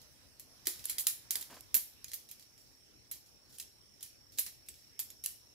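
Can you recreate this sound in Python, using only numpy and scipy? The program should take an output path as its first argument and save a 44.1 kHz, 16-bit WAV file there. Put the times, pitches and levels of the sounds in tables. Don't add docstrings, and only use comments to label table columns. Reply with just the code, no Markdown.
import sys
import numpy as np
from scipy import signal
from scipy.fft import rfft, irfft
from scipy.io import wavfile
from scipy.ndimage import uniform_filter1d, map_coordinates

SR = 44100
rng = np.random.default_rng(int(sys.argv[2]) if len(sys.argv) > 2 else 0)


def level_to_linear(level):
    exponent = np.asarray(level, float) / 20
    return 10 ** exponent


def int16_out(signal):
    q = np.round(np.clip(np.atleast_2d(signal).T, -1, 1) * 32767)
    wavfile.write(sys.argv[1], SR, q.astype(np.int16))


N = 244300
TOP_HZ = 15620


def unit(x):
    return x / np.sqrt(np.mean(x ** 2) + 1e-20)


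def along(points, hz):
    f, v = np.transpose(points)
    return np.interp(np.log(hz + 1), np.log(f + 1), v)


def wobble(rate_hz):
    knots = rng.standard_normal(int(N * rate_hz / SR) + 4)
    return map_coordinates(knots, [np.arange(N) * rate_hz / SR])


def filtered(x, response):
    n = x.shape[-1]
    return irfft(rfft(x) * response(np.fft.rfftfreq(n, 1 / SR)), n)


def shaped_noise(n, response):
    return unit(filtered(rng.standard_normal(n), response))


def place(out, start_s, sound):
    start = round(start_s * SR)
    out[..., start:start + sound.shape[-1]] += sound


def poles():
    out = blows() + wall_modes() + snaps()
    lag = lambda hz: np.exp(-1j * np.pi * hz * [[1.1], [-1.1]] / SR)
    return filtered(out, lag)[:, :N] * level_to_linear([[-1.7], [1.7]])


# start_s, peak_db, mid_db (re crack), ring_db (re crack), wall_hz (mode singled out)
KNOCKS = [(0.396, -31, -20, -17, 12100), (0.6695, -16, -6.5, -11, 13500), (0.854, -19, -28, -22, 10900),
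          (0.8954, -20, -18, -8, 11200), (0.9824, -21.5, -4, -7, 12800), (1.068, -12.5, -8, -12, 10900),
          (1.3063, -15, -8.5, -14.5, 12400), (1.3548, -17.5, -7, -16.5, 12500),
          (1.4102, -28, -25, -11, 13000), (1.6071, -34.5, -22, -33, 10400), (1.7429, -13, -12, -17, 11300),
          (2.043, -30, -4.5, -20, 6700), (2.1333, -27, -7.5, -15, 12100),
          (2.3122, -32.5, -15, -11.5, 12900), (3.1125, -24.5, -34, -15.5, 11400),
          (3.5835, -32.5, -12, -16, 9000), (3.5982, -31, -5, -6, 7520), (4.0271, -27, -28, -13.5, 10640),
          (4.385, -19.5, -8, -9, 11050), (4.6853, -31, -7.5, -13.5, 7820),
          (4.9917, -22, -10.5, -11.5, 13300), (5.1021, -36, -7, -14, 12100), (5.238, -26.5, -31, -8, 10700),
          (5.2598, -15.5, -16, -23, 12000)]
# start_s, peak_db, ring_db (re crack), wall_hz
REBOUNDS = [(0.9946, -26, -2, 12800), (1.006, -26.5, -7, 12100), (1.0695, -20, -23, 14800),
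            (1.098, -32, 0, 11000), (1.7451, -15, -17, 11700), (1.7494, -16, -14, 12730),
            (1.7547, -20, -13, 13300), (1.7652, -20, -27, 12600), (2.1384, -28.5, -19, 11900),
            (2.141, -30.5, -8, 14700), (3.1177, -33.5, -14, 12500), (3.612, -44.5, -22, 9700),
            (4.3909, -18.5, -11, 11900), (4.997, -24, -12, 12500)]
# start_s, peak_db, ring_db (re crack), ring_t60_s
TAPS = [(0.0156, -44, -11, 0.14), (0.655, -40.5, -1.5, 0.57), (0.793, -37.5, -12.5, 0.2),
        (0.8401, -36, -7, 0.2), (0.885, -38.5, -4, 0.12), (1.4252, -29, -28, 0.66), (1.504, -48, -6, 0.29),
        (1.5429, -43.5, -10, 0.33), (2.0815, -37.5, -12.5, 0.22), (2.1158, -33, -15, 0.38),
        (2.288, -42.5, -7.5, 0.19), (2.395, -43, -12, 0.25), (2.424, -45.5, -12, 0.13),
        (2.5774, -49, -11, 0.65), (3.1335, -40.5, -8, 0.2), (3.165, -48, -11, 0.18), (3.261, -54, -5, 0.24),
        (3.493, -56, -3, 0.43), (3.5246, -49, -8, 0.25), (3.5408, -47.5, -6.5, 0.4),
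        (3.625, -36.5, -20, 0.18), (4.007, -39.5, -13, 0.2), (4.0604, -42, -12, 0.27),
        (4.3202, -45.5, -12, 0.8), (4.374, -46, 2, 0.44), (4.4629, -32, -7, 0.14), (4.489, -47, -21, 0.24),
        (4.6617, -50, -10, 0.25), (4.7402, -43, -17, 0.91)]
BLOW_N = 16384
RING_REF_DB = -13.5


def ring_t60_s(peak_db, ring_db):
    return 0.19 * level_to_linear(0.19 * (peak_db + 19) - 0.3253 * (ring_db - RING_REF_DB))


def contacts():
    rows = []
    for start_s, peak_db, mid_db, ring_db, wall_hz in KNOCKS:
        ring_mid_db = -9 - 0.2751 * (peak_db + 22)
        rows.append((start_s, peak_db, mid_db, ring_db, ring_t60_s(peak_db, ring_db), ring_mid_db))
    for start_s, peak_db, ring_db, wall_hz in REBOUNDS:
        rows.append((start_s, peak_db, -12.5, ring_db, ring_t60_s(peak_db, ring_db), -20))
    for start_s, peak_db, ring_db, t60_s in TAPS:
        rows.append((start_s, peak_db, -5.5, ring_db, t60_s, -3))
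    return rows


def blows():
    out, t = np.zeros((2, N + SR)), np.arange(BLOW_N) / SR
    for start_s, peak_db, mid_db, ring_db, t60_s, ring_mid_db in contacts():
        crack = tube_noise(mid_db + 3.24, peaky_db=5.0, alike=0.66)
        crack = crack * level_to_linear(-60 * t / 0.011) * (t / 0.0016) ** 2 / (1 + (t / 0.0013) ** 2)
        ring = tube_noise(ring_mid_db, peaky_db=2.5, alike=0.32) * chatter(t, depth_db=1.0)
        ring = filtered(ring, lambda hz: hz < TOP_HZ)
        ring = ring * level_to_linear(ring_db - 60 * t / max(t60_s, 0.03)) * (1 - np.exp(-t / 0.0013))
        low_hz = 700 * level_to_linear(-0.35 * (peak_db + 12.0))
        blow = filtered(3.69 * crack + 1.324 * ring, lambda hz: 1j * hz / (1j * hz + low_hz))
        place(out, start_s, level_to_linear(peak_db - 7.0) * blow)
    return out


def singled_modes():
    wall_t60_s, bending_ratio, bending_t60_s = 0.056, 2.76, 0.097
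    modes = []
    for start_s, peak_db, mid_db, ring_db, wall_hz in KNOCKS:
        wall_db = peak_db - 2.5 + 0.5 * (ring_db - RING_REF_DB)
        modes.append((start_s + 0.001, wall_db, wall_hz, wall_t60_s))
        modes.append((start_s, peak_db + mid_db - 10.5, wall_hz / bending_ratio, bending_t60_s))
    for start_s, peak_db, ring_db, wall_hz in REBOUNDS:
        modes.append((start_s, peak_db + 7, wall_hz, wall_t60_s))
    return modes


def wall_modes():
    out, t = np.zeros((2, N + SR)), np.arange(BLOW_N) / SR
    for start_s, level_db, mode_hz, t60_s in singled_modes():
        a, b = rng.standard_normal((2, BLOW_N))
        pair = np.array([a, 0.6 * a + 0.8 * b])
        mode = unit(filtered(pair, lambda f: 1 / (1 + ((f - mode_hz) / (0.057 * mode_hz)) ** 4)))
        envelope = level_to_linear(level_db - 12.5 - 60 * t / t60_s) * (1 - np.exp(-t / 0.00082))
        place(out, start_s, envelope * mode * chatter(t, depth_db=6.5))
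    return out


def snaps():
    delay_s, low_hz, t60_s = 0.0013, 1460, 0.0041
    out, t = np.zeros((2, N + SR)), np.arange(BLOW_N) / SR
    for start_s, peak_db, mid_db, ring_db, wall_hz in KNOCKS:
        level_db = peak_db - 7.5 - 0.36 * (ring_db - RING_REF_DB)
        snap = level_to_linear(level_db - 60 * t / t60_s) * tube_noise(mid_db - 4.5, peaky_db=2.0, alike=1.0)
        place(out, start_s + delay_s, filtered(snap, lambda f: (1j * f / (1j * f + low_hz)) ** 2))
    return out


# freq_hz, density_db (per Hz)
WALL_SPECTRUM = [(3820, -26.5), (6500, -17.5), (7480, -7), (8120, -11.5), (10000, -5), (11400, -4),
                 (12800, -5), (15600, -9), (16100, -44), (16500, -69)]
# freq_hz, density_db (per Hz)
BENDING_SPECTRUM = [(530, -39), (900, -32), (1460, -19.5), (1570, -20.5), (1710, -8), (2300, -8),
                    (3020, -6.5), (3310, -2), (3570, -7), (3860, -1), (6800, -3.5), (8840, -25.5),
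                    (15000, -120)]


def tube_noise(mid_db, peaky_db, alike):
    a, b = rng.standard_normal((2, BLOW_N))
    pair = np.array([a, alike * a + np.sqrt(1 - alike ** 2) * b])
    peaks = uniform_filter1d(rng.standard_normal(BLOW_N // 2 + 1), size=45)
    modes = level_to_linear(peaky_db * unit(peaks))
    wall = unit(filtered(pair, lambda hz: modes * level_to_linear(along(WALL_SPECTRUM, hz))))
    bending = unit(filtered(pair, lambda hz: modes * level_to_linear(along(BENDING_SPECTRUM, hz))))
    return wall + level_to_linear(mid_db) * bending


def chatter(t, depth_db):
    touch = np.clip(rng.standard_normal(700), -3, 1.5)
    return unit(level_to_linear(depth_db * np.interp(t * 1500, np.arange(700), touch)))


# freq_hz, density_db (per Hz)
NYLON_SPECTRUM = [(80, -33), (200, 0), (400, -2.5), (900, -3), (1700, -6), (2600, -10.5), (5000, -15),
                  (9000, -64)]


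def nylon(n):
    return shaped_noise(n, lambda f: level_to_linear(along(NYLON_SPECTRUM, f)))


# start_s, peak_db, pitch_hz, t60_s, puff_db (re drum)
THUDS = [
    (0.674, -41.5, 349, 0.17, -3.5),
    (1.074, -55.5, 586, 0.063, -3),
    (1.35, -64.5, 400, 0.49, 15.5),
    (1.41, -55, 248, 0.076, -2),
    (1.504, -51.5, 662, 0.075, 1),
    (1.567, -47, 258, 0.077, -0.5),
    (1.749, -42.5, 264, 0.16, -1),
    (4.384, -44.5, 570, 0.096, -10),
    (4.465, -57, 245, 0.14, 6),
    (4.993, -60.5, 260, 0.13, 6.5),
]


def sheet_thuds():
    out, t = np.zeros(N + SR), np.arange(SR // 4) / SR
    for start_s, peak_db, pitch_hz, t60_s, puff_db in THUDS:
        drum = shaped_noise(len(t), lambda f: np.exp(-((f - pitch_hz) / 45) ** 2))
        envelope = level_to_linear(peak_db - 10.5 - 60 * t / t60_s) * (1 - np.exp(-t / 0.00037))
        place(out, start_s, envelope * (drum + level_to_linear(puff_db) * nylon(len(t))))
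    return out[:N]


# start_s, length_s, level_db
DRAGS = [
    (1.497, 0.05, -57),
    (1.564, 0.0097, -56.5),
]


def sheet_drag():
    attack_s, t60_s = 0.0043, 0.078
    s, gain = np.arange(N) / SR, np.zeros(N)
    for start_s, length_s, level_db in DRAGS:
        decay = level_to_linear(level_db - 60 * np.maximum(s - start_s - length_s, 0) / t60_s)
        gain += decay * np.clip((s - start_s) / attack_s, 0, 1)
    return level_to_linear(1.4 * wobble(300)) * gain * nylon(N)


# freq_hz, t60_s
TRUNK_DECAY = [(500, 0.18), (3000, 0.41), (15000, 0.32)]


def trunks(x):
    hz, t, z = signal.stft(rng.standard_normal((2, SR // 2)), SR, nperseg=256)
    decay = level_to_linear(-60 * t / along(TRUNK_DECAY, hz)[:, None])
    tail = signal.istft(z * decay, SR, nperseg=256)[1]
    late = np.pad(x, (400, 0))[None]
    return signal.fftconvolve(late, tail / np.linalg.norm(tail[0]), axes=1)[:, :N]


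# pitch_hz, width_hz, pulse_rate_hz, level_db, pan_db (left minus right)
CRICKETS = [
    (5474, 185, 37, 6.5, -1),
    (5580, 190, 29, -3, -2),
    (5300, 190, 54, -6, -1),
]


def crickets():
    song = 0
    for pitch_hz, width_hz, pulse_rate_hz, level_db, pan_db in CRICKETS:
        band = unit(filtered(rng.standard_normal((2, N)), lambda f: np.exp(-((f - pitch_hz) / width_hz) ** 2)))
        rate_hz = pulse_rate_hz * (1 + 0.0327 * wobble(3.08))
        stroke = 1 + 0.51 * np.sin(2 * np.pi * np.cumsum(rate_hz) / SR)
        gain_db = level_db + 1.3 * wobble(0.88) + pan_db / 2 * np.array([[1], [-1]])
        song = song + level_to_linear(gain_db) * stroke * band
    s = np.arange(N) / SR
    full_db, start_db, join_s, swell_db_per_s = -71.5, -12, 0.18, 0.93
    song_db = full_db + start_db * np.exp(-s / join_s) + swell_db_per_s * s
    return level_to_linear(song_db + 0.5) * unit(song)


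# time_s, hiss_db
STIR = [
    (0.0, -68),
    (0.43, -71.5),
    (0.86, -65.5),
    (1.29, -69),
    (2.2, -71),
    (2.82, -73),
    (5.54, -73),
]
# freq_hz, density_db (per Hz)
HISS_SPECTRUM = [(290, -58), (500, -10), (1310, -12), (2290, -10), (3500, -12), (4900, -7.5), (5510, -3),
                 (6660, -13.5), (8670, -15.5), (11000, -13), (14900, -19), (15800, -15), (16500, -66)]
# freq_hz, density_db (per Hz)
RUMBLE_SPECTRUM = [(12, -66), (20, -26), (54, -2), (129, -1), (166, -9.5), (205, -7), (277, -5.5),
                   (507, -12.5), (900, -21.5), (1170, -61), (1980, -120)]


def air():
    time_s, level_db = np.transpose(STIR)
    hiss_db = np.interp(np.arange(N) / SR, time_s, level_db)
    rumble_db = -72.5 + 0.35 * (hiss_db - hiss_db.mean())
    lumps = level_to_linear(0.37 * np.array([wobble(7.7), wobble(11)]))
    rumble = level_to_linear(rumble_db + 1.5) * lumps * rush(RUMBLE_SPECTRUM, patchy_db=1.6)
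    return rumble + level_to_linear(hiss_db + 3.0) * rush(HISS_SPECTRUM, patchy_db=2.5)


# freq_hz, difference_db
LEAN = [(60, 13), (180, 6), (550, 2.5), (1650, -0.5), (4970, -5.5), (15000, -5.5)]
# freq_hz, correlation [-1..1]
ALIKE = [(60, 0.1), (180, 0.24), (550, 0.38), (1650, -0.034), (4970, -0.19), (15000, 0.15)]


def rush(spectrum, patchy_db):
    z = signal.stft(rng.standard_normal((2, N + 600)), nperseg=512)[2]
    field = uniform_filter1d(rng.standard_normal(z.shape[1:]), 6, 0)
    field = uniform_filter1d(field, 14, 1)
    pair = signal.istft(z * level_to_linear(patchy_db * unit(field)), nperseg=512)[1][:, :N]
    turn = lambda hz: np.arccos(np.clip(along(ALIKE, hz), -1, 1)) / 2
    split = lambda hz: level_to_linear(along(spectrum, hz)) * [np.cos(turn(hz)), np.sin(turn(hz))]
    mid, side = filtered(pair, split)
    lean = lambda hz: level_to_linear(along(LEAN, hz) / 2 * [[1], [-1]])
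    both = filtered(np.array([mid + side, mid - side]), lean)
    return both / np.sqrt(np.mean(both.mean(axis=0) ** 2))


def scene():
    near = poles() + sheet_thuds() + sheet_drag()
    far = level_to_linear(-8.5) * trunks(near.mean(axis=0)) + crickets() + air()
    return near + filtered(far, lambda hz: hz < TOP_HZ)


def band_limit(x):
    return signal.sosfilt(signal.butter(12, 16810, fs=SR, output="sos"), x)


def record(dry):
    return band_limit(dry)


dry = scene()
out = record(dry)
int16_out(out)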